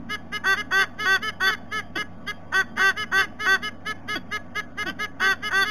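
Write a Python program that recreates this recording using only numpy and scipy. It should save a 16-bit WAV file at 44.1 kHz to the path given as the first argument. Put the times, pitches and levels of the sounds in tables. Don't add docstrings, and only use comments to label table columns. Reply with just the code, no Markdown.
import sys
import numpy as np
from scipy import signal
from scipy.io import wavfile
from scipy.ndimage import uniform_filter1d, map_coordinates

SR = 44100
rng = np.random.default_rng(int(sys.argv[2]) if len(sys.argv) > 2 else 0)


def int16_out(signal):
    q = np.round(np.clip(np.atleast_2d(signal).T, -1, 1) * 32767)
    wavfile.write(sys.argv[1], SR, q.astype(np.int16))


def linear_from_db(decibels):
    return 10 ** (np.asarray(decibels, float) / 20)


N = 251370

# start_s, creak_s, length_s, top_pitch_hz, level_db
NEAR_HONKS = [(0.435, 0.027, 0.12, 389.4, -22), (0.706, 0.021, 0.14, 389.5, -22),
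              (1.049, 0.01175, 0.13, 386.9, -22), (1.397, 0.019, 0.12, 385, -23.5),
              (2.518, 0.029, 0.11, 384.5, -22), (2.77, 0.031, 0.15, 389.2, -21),
              (3.113, 0.021, 0.12, 388.8, -22), (3.451, 0.02, 0.12, 386.7, -21),
              (5.194, 0.024, 0.15, 389.3, -23), (5.504, 0.03, 0.15, 391.5, -22.5)]
# start_s, length_s, first_pitch_hz, last_pitch_hz, level_db
NEAR_GRUNTS = [
    (1.954, 0.032, 385.4, 389.4, -18),
    (4.151, 0.032, 377.4, 379.5, -19),
    (4.853, 0.0597, 369.3, 390, -18),
]
# start_s, length_s, top_pitch_hz, level_db
FAR_HONKS = [(0.096, 0.067, 424.5, -28), (0.325, 0.057, 422, -27.5), (0.568, 0.053, 420, -26.5),
             (0.783, 0.069, 423.6, -28), (0.99, 0.078, 429, -27.5), (1.223, .083, 436.3, -27.5),
             (1.463, 0.088, 438.7, -27), (1.719, 0.09, 433.5, -27), (1.97, 0.059, 421.6, -26.5),
             (2.273, 0.046, 417.8, -27.5), (2.767, 0.075, 424.7, -28.5), (2.967, 0.079, 428.7, -28),
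             (3.173, 0.085, 428.8, -28), (3.397, 0.079, 429.3, -28), (3.625, 0.07, 427, -29),
             (3.860, 0.068, 432, -28), (4.084, 0.074, 425, -27), (4.317, 0.062, 423.8, -26),
             (4.555, 0.055, 422.9, -25.5), (4.779, 0.06, 421.5, -26.5), (4.994, 0.067, 423.6, -26),
             (5.21, 0.079, 427, -27.5), (5.428, 0.07, 424.6, -27.5), (5.649, 0.061, 426, -27.5)]
# frequency_hz, gain_db
NEAR_THROAT = [(100, -74), (385, -12), (770, -14.5), (950, -2.5), (1155, -4), (1540, 4.5), (1925, -1),
               (2310, -27), (2700, -10), (3080, -19.5), (3465, -0.5), (3850, -33.5)]
# frequency_hz, gain_db
GRUNT_THROAT = [(100, -45), (375, -44.5), (750, -25), (1125, -17.5), (1500, -9), (1880, -14), (2250, -28.5),
                (2630, -22.5), (3000, -15.5), (3380, -11), (3800, -35)]
# frequency_hz, gain_db
FAR_THROAT = [(100, -39.5), (425, -16.5), (740, -1.5), (850, -31), (1275, -5), (1700, -1.5), (2125, -4.5),
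              (2550, -32), (2975, -4.5), (3400, -13.5), (3825, -17.5)]
# frequency_hz, t60_s
BRANCHES = [(300, .12), (3500, .12)]
# frequency_hz, t60_s
WOODS = [(300, 1), (1500, 0.39), (3500, 0.35)]
# frequency_hz, density_db_per_hz
WASH_SPECTRUM = [(9, -49), (16, -14.5), (32, -25.5), (100, -22), (145, -22), (180, -21.5), (240, -8),
                 (400, -31), (680, -20), (1000, -31.5), (1500, -34), (2400, -41), (3900, -48)]
# pitch_hz, wander_width_hz, level_db
HUM_TONES = [(25, 2.6, -61.5), (94.1, 0.92, -53.5), (175.1, 5.74, -55.5), (232.2, 7, -62), (1142, 4.8, -63),
             (1490, 11, -68), (1760, 24, -77.5), (3210, 22, -75)]
# frequency_hz, gain_db
TREBLE_RESPONSE = [(6900, 1.5), (7400, -6.5), (8600, -8), (9000, 0), (14900, 0), (15200, -18), (15600, -49)]

NEAR_CLIMB_HZ_PER_S, NEAR_TOP_PLACE, NEAR_LAST_HZ = 172, 0.608, 351.8
GULP_DB, GULP_DB_PER_S = -25.5, -140
FAR_CLIMB_HZ, FAR_TOP_S, FAR_SAG_HZ_PER_S2 = 19.2, 0.028, 9800
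WASH_DB = -45
CAMERA_RATE_HZ = 8000


def near_honk(start_s, creak_s, length_s, top_hz, level_db):
    t = np.arange(0, length_s + 0.02, 1 / SR)
    clean_s = length_s - creak_s
    u = np.clip((t - creak_s) / clean_s, 0, 1.2)
    snapped = np.clip((t - creak_s) / 0.007 + 1, 0, 1)
    creak_hz = np.clip(340 - 2400 * (creak_s - t), 298, 340)
    low_hz = top_hz - NEAR_CLIMB_HZ_PER_S * clean_s
    clean_hz = arch(u, low_hz, top_hz, NEAR_TOP_PLACE, NEAR_LAST_HZ)
    hz = creak_hz * (1 - snapped) + clean_hz * snapped
    swell_db = -6 * (1 - snapped) - 0.14 * (top_hz - hz).clip(max=25)
    breaking = np.clip((t - length_s) / 0.014 + 1, 0, 1)
    rough = 0.08 + 0.15 * (1 - snapped) + 0.8 * breaking
    shut = breaking + (1 - snapped) / 2
    note = voice(hz, NEAR_THROAT, rough, shut, spread=-0.5)
    shape = edges(t, length_s, rise_s=0.013, fall_s=0.024)
    return start_s - 0.003, linear_from_db(level_db + swell_db) * note * shape


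def grunt(start_s, length_s, first_hz, last_hz, level_db):
    t = np.arange(0, length_s + 0.022, 1 / SR)
    hz = first_hz + (last_hz - first_hz) * t / length_s - 30 * np.exp(-t / 0.01)
    gulp_hz = hz - 190 * (t / (length_s + 0.0077)) ** 1.75
    rough = 0.12 + 0.4 * (t / length_s).clip(0, 1) ** 6
    note = voice(hz, GRUNT_THROAT, rough, wobble=0.006, spread=-0.55)
    beat = 1 + 0.22 * np.cos(2 * np.pi * np.cumsum(hz - gulp_hz) / SR)
    husky = linear_from_db(level_db) * note * beat * edges(t, length_s, rise_s=0.3 * length_s, fall_s=0.022)
    turns = 2 * np.pi * np.cumsum(gulp_hz) / SR
    gulp = np.sin(turns) + 0.44 * np.sin(2 * turns)
    gulp *= linear_from_db(GULP_DB + GULP_DB_PER_S * length_s)
    gulp *= edges(t, length_s + 0.014, rise_s=0.014, fall_s=0.063)
    return start_s - 0.003, husky + gulp


def far_honk(start_s, length_s, top_hz, level_db):
    t = np.arange(-0.014, length_s + 0.02, 1 / SR)
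    u = np.clip(t / length_s, 0, 1)
    last_hz = top_hz - FAR_SAG_HZ_PER_S2 * (length_s - FAR_TOP_S) ** 2
    scoop = np.exp(-(t - t[0]) / 0.0092)
    hz = arch(u, top_hz - FAR_CLIMB_HZ, top_hz, FAR_TOP_S / length_s, last_hz) - 52 * scoop
    breaking = np.clip((t - length_s) / 0.012 + 1, 0, 1)
    rough = 0.04 + 1.1 * scoop + 0.8 * breaking
    note = voice(hz, FAR_THROAT, rough, breaking + scoop, spread=0.27)
    shape = edges(t - t[0], length_s - t[0], rise_s=0.022, fall_s=0.022)
    return start_s + t[0], linear_from_db(level_db + 2.56 * u) * note * shape


def voice(hz, throat, rough, shut=0, wobble=0.0015, spread=0):
    n = len(hz)
    grid_hz = np.fft.rfftfreq(8192, 1 / SR)
    log_gain = np.log(linear_from_db(read(throat, grid_hz)))
    mirrored = np.r_[log_gain, log_gain[-2:0:-1]]
    lag = -signal.hilbert(mirrored).imag[:len(grid_hz)]
    shake = evened(uniform_filter1d(rng.standard_normal(8192), 400))[:n]
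    turns = 2 * np.pi * np.cumsum(hz * (1 + wobble * shake)) / SR
    k = np.arange(1, 13)[:, None]
    line_hz = k * hz
    gain = linear_from_db(read(throat, line_hz)) * (line_hz < CAMERA_RATE_HZ / 2)
    gain *= linear_from_db(-16 * shut * np.log2(line_hz / 2000).clip(0))
    turning = uniform_filter1d(rng.standard_normal((12, 8192)), 1600, axis=1)[:, :n] * 40
    gain *= linear_from_db(3 * turning * (k > 5))
    flutter = uniform_filter1d(rng.standard_normal((12, 8192)), 100, axis=1)[:, :n] * 10
    gain *= 1 + rough * np.sqrt(k / 4) * flutter
    lines = gain * np.cos(k * turns + spread * k ** 2 + np.interp(line_hz, grid_hz, lag))
    air = signal.lfilter([0.3], [1, -0.7], rng.standard_normal(8192))[:n]
    return linear_from_db(-24) * (1 + 6 * rough) * air - lines.sum(0)


def arch(u, first_hz, top_hz, place, last_hz):
    climb_hz = top_hz - (top_hz - first_hz) * (1 - u / place) ** 2.3
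    sink_hz = top_hz - (top_hz - last_hz) * (np.maximum(u - place, 0) / (1 - place)) ** 2.76
    return np.where(u < place, climb_hz, sink_hz)


def edges(t, length_s, rise_s, fall_s):
    rise = np.clip(t / rise_s, 0, 1) ** 2
    fall = np.clip((length_s + fall_s / 2 - t) / fall_s, 0, 1) ** 2
    return rise * fall


def woods(x, decay, first):
    taps = np.zeros(2 * SR)
    at = np.arange(first, 2 * SR - 20, 20)
    taps[at + rng.integers(0, 20, len(at))] = rng.choice([-1., 1.], len(at))
    hz, t, z = signal.stft(taps, SR, nperseg=256)
    fading = linear_from_db(-60 * t / read(decay, hz)[:, None])
    tail = signal.istft(z * fading, SR, nperseg=256)[1]
    return signal.fftconvolve(x, tail / np.linalg.norm(tail))[:N]


def hum():
    out = np.zeros(N)
    for hz, width_hz, level_db in HUM_TONES:
        drift, swell = (blurred(v, 2500, 2500) for v in rng.standard_normal((2, N)))
        turns = 2 * np.pi * np.cumsum(hz + width_hz / 2 * drift) / SR
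        out += linear_from_db(level_db + 4.5 + 0.35 * width_hz * swell) * np.sin(turns)
    return out


def wash():
    hop = 256
    frames, hz = N // hop + 5, np.fft.rfftfreq(2048, 1 / SR)
    a, b, patches = rng.standard_normal((frames, len(hz), 3)).T
    patches = blurred(patches, 14, 16)
    z = (a + 1j * b) * linear_from_db(read(WASH_SPECTRUM, hz)[:, None] + 1.8 * patches)
    noise = signal.istft(z, nperseg=2048, noverlap=2048 - hop)[1][:N]
    return linear_from_db(WASH_DB) * evened(noise)


def read(points, hz):
    f, value = np.transpose(points)
    return np.interp(np.log(hz + 1), np.log(f + 1), value)


def evened(x):
    return x / np.sqrt(np.mean(x ** 2) + 1e-20)


def blurred(x, first, last):
    return evened(uniform_filter1d(uniform_filter1d(x, first, axis=0), last, axis=-1))


def add(mix, start_s, sound):
    part = mix[round(start_s * SR):][:len(sound)]
    part += sound[:len(part)]


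def scene():
    near, far = np.zeros((2, N))
    for row in NEAR_HONKS:
        add(near, *near_honk(*row))
    for row in NEAR_GRUNTS:
        add(near, *grunt(*row))
    for row in FAR_HONKS:
        add(far, *far_honk(*row))
    close = woods(linear_from_db(-14) * near + linear_from_db(-21) * far, BRANCHES, first=200)
    distant = woods(linear_from_db(-29) * near + linear_from_db(-27) * far, WOODS, first=1500)
    mono = near + far + close + distant + hum() + wash()
    return np.array([mono, mono])


def treble_dropouts(samples):
    hz, t, z = signal.stft(samples, CAMERA_RATE_HZ, nperseg=256, noverlap=192)
    chance = blurred(rng.standard_normal((len(t), len(hz))).T, 24, 3)
    faint = uniform_filter1d(abs(z) ** 2, 16, 0) < linear_from_db(-2 * 76)
    dropped = faint * (chance > 1.2) * (hz > 1300)[:, None]
    kept = z * linear_from_db(-14 * dropped)
    return signal.istft(kept, CAMERA_RATE_HZ, nperseg=256, noverlap=192)[1][:len(samples)]


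def camera(x):
    band_limit = signal.firwin(701, 3880, window=("kaiser", 6), fs=SR)
    limited = signal.oaconvolve(x, band_limit, "same") + 0.0083
    at = np.arange(0, N, SR / CAMERA_RATE_HZ)
    samples = map_coordinates(limited, [at], order=3, mode="nearest")
    return np.interp(np.arange(N), at, treble_dropouts(samples))


def patchy_treble(x):
    hz, t, z = signal.stft(x, SR, nperseg=1024)
    patches = rng.standard_normal((len(t), len(hz), 2)).T
    same, other = (blurred(p, 20, 2) for p in patches)
    top = (hz > 8300)[:, None]
    mid = z * linear_from_db(top * 2.85 * same + read(TREBLE_RESPONSE, hz)[:, None])
    side = mid * top * 2.6 * np.sign(other) * np.maximum(abs(other) - 1.65, 0)
    return signal.istft(np.array([mid + side, mid - side]), SR, nperseg=1024)[1][:, :N]


def low_pass(x):
    return signal.sosfilt(signal.butter(12, 15630, fs=SR, output="sos"), x)


def record(dry):
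    mix = patchy_treble(camera(dry[0]))
    return low_pass(mix)


dry = scene()
out = record(dry)
int16_out(out)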